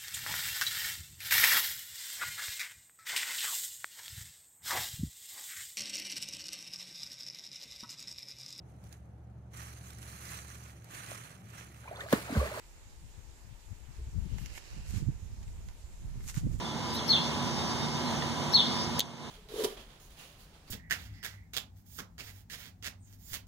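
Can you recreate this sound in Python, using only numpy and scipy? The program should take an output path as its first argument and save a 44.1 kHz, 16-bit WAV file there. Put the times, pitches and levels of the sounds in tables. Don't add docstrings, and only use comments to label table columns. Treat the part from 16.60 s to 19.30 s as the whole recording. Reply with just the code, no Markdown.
import sys
import numpy as np
from scipy import signal
from scipy.fft import rfft, irfft
from scipy.io import wavfile
from scipy.ndimage import minimum_filter1d

SR = 44100
rng = np.random.default_rng(int(sys.argv[2]) if len(sys.argv) > 2 else 0)


def waveform_to_disk(signal):
    frames = np.transpose(np.atleast_2d(signal))
    scaled = np.clip(frames, -1, 1) * 32767
    samples = np.round(scaled).astype(np.int16)
    wavfile.write(sys.argv[1], SR, samples)


N = 119070


def undb(db):
    return 10 ** (np.asarray(db) / 20)


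def times():
    return np.arange(N) / SR


def freqs():
    return np.maximum(np.fft.rfftfreq(N, 1 / SR), 1)


def over_hz(points):
    hz, value = np.array(points, float).T
    return np.interp(np.log(freqs()), np.log(hz), value)


def pan(db):
    return undb(np.array([[.5], [-.5]]) * db)


def cut(x, kind, hz):
    return signal.sosfilt(signal.butter(4, hz, kind, fs=SR, output="sos"), x)


def wander(rate_hz):
    y = irfft(rfft(rng.standard_normal(N)) * np.exp(-(freqs() / rate_hz) ** 2) * (freqs() > 1), N)
    return y / y.std()


def noise_band(hz, width):
    y = irfft(rfft(rng.standard_normal((2, N))) / (1 + (2 * (freqs() - hz) / width) ** 4), N)
    return y / y.std()


def reverb(x, t60, predelay):
    t = times()
    tail = rng.standard_normal((2, N)) * undb(-60 * t / t60) * (t > predelay)
    tail /= np.sqrt(np.sum(tail ** 2, axis=1, keepdims=True))
    return signal.fftconvolve(x[None], tail, axes=1)[:, :N]


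# (frequency [Hz], density [dB per Hz])
BED_SPECTRUM = [(20, -90), (45, -87), (70, -71), (100, -64), (150, -62.5), (200, -62), (260, -63),
                (420, -68.5), (650, -69.5), (930, -65.5), (1450, -77), (2300, -79.5), (3500, -76),
                (4300, -80.5), (6000, -82.5), (8000, -90.5), (11000, -99), (14300, -104), (15200, -120)]
# (frequency [Hz], left-right correlation [0 to 1])
BED_CORRELATION = [(60, 0.75), (300, 0.25), (650, 0.91), (1400, 0.31), (2500, 0), (8000, 0.069)]
# (frequency [Hz], left minus right [dB])
BED_PAN = [(60, -5.5), (200, -6.5), (380, 1), (700, -4), (1300, -1.5), (8000, -4.5)]


def traffic_and_leaves():
    correlation = over_hz(BED_CORRELATION)
    mid, side = rfft(rng.standard_normal((2, N)))
    ears = mid * np.sqrt(1 + correlation) + np.array([[1], [-1]]) * side * np.sqrt(1 - correlation)
    bed = irfft(ears * pan(over_hz(BED_PAN)) * undb(over_hz(BED_SPECTRUM)), N) * np.sqrt(SR) / 2
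    return bed * undb(0.7 * wander(7.8))


# (pitch [Hz], level [dB], width [Hz], phase drift at each ear [rad])
HUM_TONES = [(72.8, -54.5, 3.5, .3), (146.5, -45.5, 5.6, 0.59), (235.1, -43, 5.8, .6),
             (347.8, -53, 3.1, 0.28), (880, -58, 12.3, 0.38), (992.3, -47.5, 2, 0.23),
             (2154, -56, 8.7, 0.53)]
HUM_PAN_DB, HUM_WAVER_DB = -3, 2


def machine_hum():
    out = 0
    for hz, db, width, drift_rad in HUM_TONES:
        phase = 2 * np.pi * np.cumsum(hz + width / 2 * wander(10.6)) / SR
        drift = drift_rad * np.array([wander(16.3), wander(5.8)])
        out = out + np.sqrt(2) * undb(db + HUM_WAVER_DB * wander(14.0)) * np.sin(phase + drift)
    return out * pan(HUM_PAN_DB)


# (centre [Hz], width [Hz], level [dB], throb depth [dB], throb rate [Hz])
INSECT_BANDS = [(3684, 38, -57, 2.5, 13), (5030, 1000, -50.5, 3.5, 10), (6070, 850, -58.5, 4, 36)]
# (time [s], level [dB])
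CHORUS_SWELL = [(0, -3), (.8, 3), (1.25, 5), (1.5, -3), (1.8, 0), (2.2, 3), (2.6, -4)]


def insects():
    swell = undb(np.interp(times(), *np.array(CHORUS_SWELL).T))
    return swell * sum(noise_band(hz, width) * undb(db + throb_db * wander(rate))
                       for hz, width, db, throb_db, rate in INSECT_BANDS)


CLEAN_ABOVE_HZ, BREAK_RANGE_HZ, RASP_DB, CALL_FADE_S = 4110, 690, 1.07, 0.0015


def whistle(points, jitter, break_jitter=0):
    t = times()
    at, hz, db = np.array(points, float).T
    pitch = np.interp(t, at, hz)
    roughness = jitter + break_jitter * np.clip((CLEAN_ABOVE_HZ - pitch) / BREAK_RANGE_HZ, 0, 1)
    phase = 2 * np.pi * np.cumsum(pitch * (1 + roughness * wander(460))) / SR
    gate = np.clip(np.minimum(t - at[0], at[-1] - t) / CALL_FADE_S, 0, 1)
    level = undb(np.interp(t, at, db) + RASP_DB * wander(220))
    return np.sqrt(2) * gate * level * np.sin(phase)


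# (start [s], length [s], first pitch [Hz], last pitch [Hz], level [dB])
PEEP_NOTES = [(.043, 0.031, 3350, 3424, -43), (0.087, 0.038, 3420, 3444, -45),
              (.29, 0.03, 4550, 4870, -44.5), (.336, .052, 3404, 4330, -43),
              (0.381, 0.0245, 3726, 3010, -42), (1.455, 0.034, 4150, 3970, -46.5),
              (2.065, 0.011, 3450, 4020, -40)]
PEEP_ARCH, PEEP_FADE_DB, PEEP_WET_DB = 0.029, 9, -1
WOOD_T60_S, PREDELAY_S = 0.54, .007


def peeps():
    along = np.linspace(0, 1, 9)
    edge = (2 * along - 1) ** 2
    voice = 0
    for at, length, from_hz, to_hz, db in PEEP_NOTES:
        glide = from_hz + (to_hz - from_hz) * along
        pitch = glide * (1 + PEEP_ARCH * (1 - edge))
        contour = np.c_[at + length * along, pitch, db - PEEP_FADE_DB * edge]
        voice = voice + whistle(contour, jitter=0.0126)
    return voice + undb(PEEP_WET_DB) * reverb(voice, WOOD_T60_S, PREDELAY_S)


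# (time [s], centre [Hz], width [Hz], level [dB], attack [s], t60 [s])
TICK_BURSTS = [(.352, 11000, 7500, -46.5, .018, .09), (2.390, 640, 790, -29.5, .001, 0.024),
               (2.392, 10000, 7000, -32, .001, .013)]


def ticks():
    t = times()
    out = 0
    for at, hz, width, db, attack, t60 in TICK_BURSTS:
        swell = np.exp(-(np.minimum(t - at, 0) / attack) ** 2)
        decay = undb(db - 60 * np.maximum(t - at, 0) / t60)
        out = out + noise_band(hz, width) * swell * decay
    return out


# (time [s], pitch [Hz], level [dB])
CHIRP_CONTOURS = [
    [(.487, 4110, -33), (.492, 4404, -27), (.500, 4445, -26), (.505, 4334, -19.5), (.514, 4120, -22),
     (.520, 4080, -25), (.526, 3310, -36), (.533, 3380, -21.5), (.541, 3582, -19.5), (.549, 3420, -30),
     (.559, 3294, -30), (.570, 2780, -27)],
    [(1.935, 3702, -27), (1.940, 4402, -25), (1.946, 4442, -18.5), (1.955, 4220, -17.5), (1.964, 3943, -23),
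     (1.972, 3566, -25.5), (1.980, 3440, -24), (1.990, 3473, -29), (1.998, 3592, -17.5),
     (2.008, 3347, -25.5), (2.016, 2900, -31)],
]
LISP_LEAD_S, LISP_LENGTH_S, LISP_DB, SIZZLE_DB = 0.0026, 0.0085, -32.5, -50
CHIRP_PAN_DB, RIGHT_LAG_S = 9, 0.0002
DIRECT_DB, NEAR_DB, WOOD_DB = -5, -5, -8


def chirps():
    voice = sum(whistle(contour, jitter=0.0046, break_jitter=.036) for contour in CHIRP_CONTOURS)
    lisp_times = [contour[0][0] - LISP_LEAD_S for contour in CHIRP_CONTOURS]
    lisp_envelope = sum(np.exp(-((times() - at) / LISP_LENGTH_S) ** 2) for at in lisp_times)
    lisp = undb(LISP_DB) * noise_band(hz=5350, width=600)
    sizzle = undb(SIZZLE_DB) * noise_band(hz=11600, width=700)
    voice = voice + lisp_envelope * (lisp + sizzle)[0]
    right = irfft(rfft(voice) * np.exp(-2j * np.pi * freqs() * RIGHT_LAG_S), N)
    direct = undb(DIRECT_DB) * pan(CHIRP_PAN_DB) * np.array([voice, right])
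    near = undb(NEAR_DB) * reverb(voice, t60=0.15, predelay=PREDELAY_S)
    trees = undb(WOOD_DB) * reverb(cut(voice, "lowpass", hz=4500), WOOD_T60_S, 2 * PREDELAY_S)
    return direct + near + trees


def ring(at, modes):
    age = np.maximum(times() - at, 0)
    return sum(undb(db - 60 * age / t60) * np.sin(2 * np.pi * hz * age) for hz, db, t60 in modes)


# (frequency [Hz], level [dB], t60 [s])
TAP_MODES = [(1180, -2.5, .014), (1520, -8, 0.015), (1830, -2.5, 0.017), (2860, -4, 0.017),
             (3550, -4, .014)]
TAP_AT_S, TAP_DB, TAP_CONTACT_S = 1.6219, -24, .0015


def woody_tap():
    attack = np.clip((times() - TAP_AT_S) / TAP_CONTACT_S, 0, 1)
    return undb(TAP_DB) * attack * ring(TAP_AT_S, TAP_MODES)


# (time [s], level [dB], treble tilt [dB per octave])
CLICK_HITS = [(2.395, 0, 2.5), (2.4048, 2.5, -4.5), (2.4126, -6.5, -14)]
# (frequency [Hz], level [dB], t60 [s])
HARD_PART_MODES = [(3600, -4, 0.0031), (4400, -2, 0.0015), (6160, -8, 0.0021), (7260, -10.5, 0.0018),
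                   (11700, -7.5, 0.0012), (14400, -7, 0.0014)]
CLICK_TAIL_DB = -6.5


def clicks():
    lowest_hz = HARD_PART_MODES[0][0]
    hits = 0
    for at, db, tilt_db in CLICK_HITS:
        modes = [(hz, db + mode_db + tilt_db * np.log2(hz / lowest_hz), t60)
                 for hz, mode_db, t60 in HARD_PART_MODES]
        hits = hits + ring(at, modes)
    direct = cut(hits, "highpass", hz=2530)
    tail = reverb(cut(direct, "lowpass", hz=8100), t60=0.085, predelay=0)
    return direct + undb(CLICK_TAIL_DB) * tail


def scene():
    bed = traffic_and_leaves() + machine_hum() + insects()
    return bed + peeps() + ticks() + chirps() + woody_tap() + clicks()


WIDEN_DELAY_S, WIDEN_SHARE, WIDEN_FROM_HZ = 0.0003913, 0.77, 1265


def widen(x):
    f, spectrum = freqs(), rfft(x)
    treble = 1 / (1 + (WIDEN_FROM_HZ / f) ** 6)
    delay = np.exp(-2j * np.pi * f * WIDEN_DELAY_S)
    return irfft(spectrum - WIDEN_SHARE * treble * delay * spectrum[::-1], N)


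CEILING_DB, RELEASE_DB_PER_S, START_DUCK_DB = -9.5, 8, 4


def gain_control(x):
    peak = -minimum_filter1d(-np.abs(x).max(axis=0), size=16)
    excess_db = np.maximum(20 * np.log10(peak + 1e-9) - CEILING_DB, 0)
    excess_db[0] = START_DUCK_DB
    release_db = RELEASE_DB_PER_S * times()
    return x * undb(release_db - np.maximum.accumulate(excess_db + release_db))


def record(dry):
    top_cut = signal.ellip(8, .2, 70, 15700, fs=SR, output="sos")
    return signal.sosfilt(top_cut, gain_control(widen(dry)))


dry = scene()
out = record(dry)
waveform_to_disk(out)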